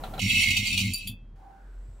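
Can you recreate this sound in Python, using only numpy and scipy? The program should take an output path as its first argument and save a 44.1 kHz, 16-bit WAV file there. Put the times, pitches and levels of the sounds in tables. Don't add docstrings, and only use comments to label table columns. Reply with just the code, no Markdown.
import sys
import numpy as np
from scipy import signal
from scipy.fft import rfft, irfft
from scipy.io import wavfile
from scipy.ndimage import uniform_filter1d

SR = 44100
rng = np.random.default_rng(int(sys.argv[2]) if len(sys.argv) > 2 else 0)


def generate_wav(sig):
    pcm = np.round(np.clip(np.atleast_2d(sig).T, -1, 1) * 32767).astype(np.int16)
    wavfile.write(sys.argv[1], SR, pcm)


N = 88200
T = np.arange(N) / SR
FIRST_END_S, SECOND_END_S = .197, 1.357
SHELL_LIKENESS = 0.72


def tank_scrape():
    push = [(.192,-33.5),(.29,-28.5),(.38,-24),(.49,-26),(.58,-28.5),(.62,-33),(.66,-26),(.75,-30.5),(.81,-29.5),(.87,-35.5),(1.06,-47),(1.12,-61)]
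    catches = [(.22,-29.5),(.296,-22.5),(.473,-31.5),(.569,-19),(.726,-26),(.775,-18.5),(1.071,-53.5)]
    shell_modes = [(2410,8,0),(2872,10,3),(3322,14,-1),(3658,12,-3),(3875,9,0),(4295,14,-1),(4630,40,-2),(5479,22,-4),(5824,26,-6),(7320,70,-6),(9165,45,-4)]
    low_modes = [(2150,25,0),(2200,45,-4)]
    high_modes = [(2615,10,0)]
    low_surges = [(.33,0.084,-31.5),(.47,0.058,-25),(.65,0.053,-34),(.86,0.029,-36.5)]
    high_surges = [(.308,0.0091,-25),(.375,0.031,-25),(.574,.008,-25.5),(.735,.025,-31.5),(.98,0.093,-45)]
    grind_eq = [(500,-26.5),(1400,-26),(1720,-51),(2050,-7.5),(2550,9),(3250,-2.5),(4620,-0.5),(4800,-13),(5800,-6.5),(6800,-11),(7350,-4),(8000,-15.5),(9250,-10.5),(9850,-42),(10400,-17.5),(12000,-16.5),(12800,-21),(14500,-19.5)]
    pan = [(.2,-4),(.4,-2.5),(1.1,0)]
    force = level(push) + bursts(catches, decay_s=0.014)
    rings = from_db(-7) * force * singing(shell_modes)
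    rings += from_db(0.5) * swells(low_surges) * steady(singing(low_modes), 0.045)
    rings += from_db(3) * swells(high_surges) * steady(singing(high_modes), .02)
    rings = cut(rings * (T > FIRST_END_S), 1850, "high", order=12)
    grind = from_db(-2) * dense_ring(force * colour(grit(), grind_eq))
    return (rings + grind) * from_db(np.interp(T, *np.transpose(pan)) * np.array([[.5], [-.5]]))


def grit(grains_per_s=5500, spread_db=2.5):
    sizes = from_db(spread_db * np.minimum(rng.exponential(1, (2, N)), 5))
    signs = rng.choice([-1, 1], (2, N))
    cracks = rng.random((2, N)) < grains_per_s / SR
    return stereo(sizes * signs * cracks, SHELL_LIKENESS) * from_db(4.9 * drift(170))


def singing(modes, wander_db=4):
    drive = grit()
    out = 0
    for hz, width, db in modes:
        ring = resonate(resonate(drive, hz, width), hz, 10 * width)
        out += steady(ring, .025) * from_db(db + wander_db * drift(12))
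    return rms_one(out)


def dense_ring(x, t60_s=0.099, ring_db=7.5):
    tail = (noise(SHELL_LIKENESS) * from_db(-60 * T / t60_s))[:, :N // 8]
    tail = from_db(ring_db) * tail / np.linalg.norm(tail[0])
    return (x + signal.fftconvolve(x, tail, axes=1)[:, :N]) / np.hypot(1, from_db(ring_db))


def tank_halt():
    squeaks = [(.934,-26),(.9425,-34),(.974,-42.5)]
    squeak_modes = [(4635,29,3),(7160,54,-10.5),(9194,75,-7.5),(11300,330,-15),(14940,170,-15.5)]
    hits = [(1.073,-29.5),(1.094,-38.5)]
    clink_modes = [(2600,-3,0.043),(3240,-35.5,0.71),(3310,-7,0.21),(3478,-12,0.18),(4640,-6,0.18)]
    squeak = steady(singing(squeak_modes), 0.0062) * bursts(squeaks, decay_s=0.02)
    crunch = from_db(3) * rms_one(cut(body(grit(), squeak_modes), 8800, "high"))
    rattle = from_db(6.5) * body(grit(), [(3216, 150, 0)])
    bump = dense_ring((crunch + rattle) * bursts(hits, decay_s=0.0039)) + strike(hits, clink_modes)
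    return cut(squeak + bump, 2230, "high", order=8)


def slab_rumble(judder_hz=92.05, jitter=0.25):
    slab_modes = [(93.5,32,4.5),(190.3,11,4),(231.9,3.9,0)]
    judders = [(.252,0.026,-25),(.365,0.047,-31.5),(.503,0.03,-30.5),(.606,0.031,-31),(.785,0.071,-33),(.865,0.04,-26.5),(1.095,0.036,-37.5)]
    cycles = np.floor(np.cumsum(judder_hz * (1 + jitter * drift(60))) / SR)
    slips = np.diff(cycles, prepend=0) * from_db(5.6 * drift(120))
    shake = cut(body(slips, slab_modes), 270, "low", order=6)
    shake = steady(cut(shake, 65, "high"), .04)
    return from_db(-0.5) * shake * swells(judders)


def rig_knocks():
    knocks = [(.037,-34),(.137,-37.5),(.179,-36)]
    rig_modes = [(759,2,0.11),(1371,-3.5,0.085),(3990,-7.5,0.044)]
    scuff_eq = [(600, 18.5), (1400, 7), (1800, 2.5), (4000, 6), (5000, -9.5), (14000, -12)]
    scuff = from_db(-5) * colour(noise(0.63), scuff_eq) * bursts(knocks, decay_s=0.028)
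    return strike(knocks, rig_modes) + scuff


def drone():
    path = [(0,37.7,-41),(1.351,38.2,-46.5),(1.551,44.1,-55.5),(1.65,45,-46),(1.79,41.96,-39),(2,47,-46.5)]
    s, hz, db = np.transpose(path)
    phase = 2 * np.pi * np.cumsum(np.interp(T, s, hz) + 1.5 * drift(4.6)) / SR
    return np.sqrt(2) * from_db(np.interp(T, s, db) + drift(24)) * np.sin(phase)


def soft_thuds():
    thuds = [(1.225,-49.5),(1.355,-54),(1.885,-43)]
    thud_eq = [(65, 12.5), (130, -4), (300, -34), (1000, -58), (4000, -82)]
    rumble = steady(colour(rng.standard_normal(N), thud_eq), 0.031)
    return rumble * bursts(thuds, decay_s=0.044, attack_s=0.0014)


def far_tones():
    calls = [(1.497,0.063,0.074,780,24,-52),(1.435,0.03,0.11,824,160,-58.5),(1.63,0.15,0.12,1490,180,-65),(2.03,0.22,.2,7730,450,-73.5)]
    out = 0
    for s, rise, fall, hz, width, db in calls:
        swell = np.exp(-((T - s) / np.where(T < s, rise, fall)) ** 2 / 2)
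        band = resonate(resonate(noise(0.49), hz, width), hz, 2 * width)
        out += from_db(db) * swell * steady(band, 0.04)
    return out


def air(eq, db):
    mid, side = colour(rng.standard_normal((2, N)), eq)
    return from_db(db) * (mid + from_db(-5.5) * cut(side, 660, "high", order=1) * np.array([[1], [-1]]))


def from_db(db):
    return 10 ** (np.asarray(db) / 20)


def rms_one(x):
    return x / np.sqrt(np.mean(x ** 2) + 1e-20)


def level(rows):
    return from_db(np.interp(T, *np.transpose(rows), left=-140, right=-140))


def swells(rows):
    return np.sqrt(sum((from_db(db) * np.exp(-((T - s) / half) ** 2 / 2)) ** 2 for s, half, db in rows))


def bursts(rows, decay_s, attack_s=0.00097):
    out = 0
    for s, db in rows:
        age = np.maximum(T - s, 0)
        out += from_db(db) * (1 - np.exp(-age / attack_s)) * np.exp(-age / decay_s)
    return out


def strike(rows, modes):
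    out = np.zeros(N)
    for s, db in rows:
        age = np.maximum(T - s, 0)
        for hz, mode_db, t60 in modes:
            envelope = from_db(db + mode_db + rng.normal(0, 1) - 60 * age / t60)
            out += envelope * np.sin(2 * np.pi * hz * age)
    return out


def resonate(x, hz, width):
    r = np.exp(-np.pi * width / SR)
    poles = [1, -2 * r * np.cos(2 * np.pi * hz / SR), r * r]
    return signal.lfilter(np.array([1, 0, -1]) * (1 - r * r) / 2, poles, x)


def body(x, modes):
    return rms_one(sum(resonate(x, hz, width) * from_db(db) for hz, width, db in modes))


def colour(x, eq):
    hz, db = np.transpose(eq)
    f = np.maximum(np.arange(N // 2 + 1) * SR / N, 1)
    gain = from_db(np.interp(np.log(f), np.log(hz), db)) / np.sqrt(1 + (hz[0] / f) ** 8)
    return rms_one(irfft(rfft(x) * gain, N))


def cut(x, hz, kind, order=4):
    return signal.sosfilt(signal.butter(order, hz, kind, fs=SR, output="sos"), x)


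def steady(x, window_s):
    power = np.mean(np.atleast_2d(x) ** 2, axis=0)
    return x / np.sqrt(uniform_filter1d(power, max(int(window_s * SR), 2)) + 1e-9)


def drift(rate_hz):
    return rms_one(cut(rng.standard_normal(2 * N), rate_hz, "low", order=2)[N:])


def stereo(pair, likeness):
    side = np.sqrt(1 - likeness) * pair[1] * np.array([[1], [-1]])
    return rms_one(np.sqrt(1 + likeness) * pair[0] + side)


def noise(likeness):
    return stereo(rng.standard_normal((2, N)), likeness)


def scene():
    # freq_hz, level_db
    first_eq = [(90,11.5),(364,-2.5),(772,0),(1720,-16.5),(5000,-28),(14000,-26)]
    second_eq = [(60,-1.5),(247,-15.5),(320,-22.5),(3250,-49.5),(14000,-72)]
    third_eq = [(70,-0.5),(400,-9),(1600,-22.5),(2600,-29.5),(14000,-44)]
    first = uniform_filter1d(1. * (T < FIRST_END_S), size=128)
    third = uniform_filter1d(1. * (T > SECOND_END_S), size=128)
    garden = first * (air(first_eq, db=-43) + rig_knocks())
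    garden += (1 - first - third) * air(second_eq, db=-53.5)
    garden += third * (air(third_eq, db=-60) + far_tones())
    return tank_scrape() + tank_halt() + slab_rumble() + garden + drone() + soft_thuds()


def record(dry):
    return signal.sosfilt(signal.ellip(10, .2, 80, 15700, fs=SR, output="sos"), dry)


dry = scene()
out = record(dry)
generate_wav(out)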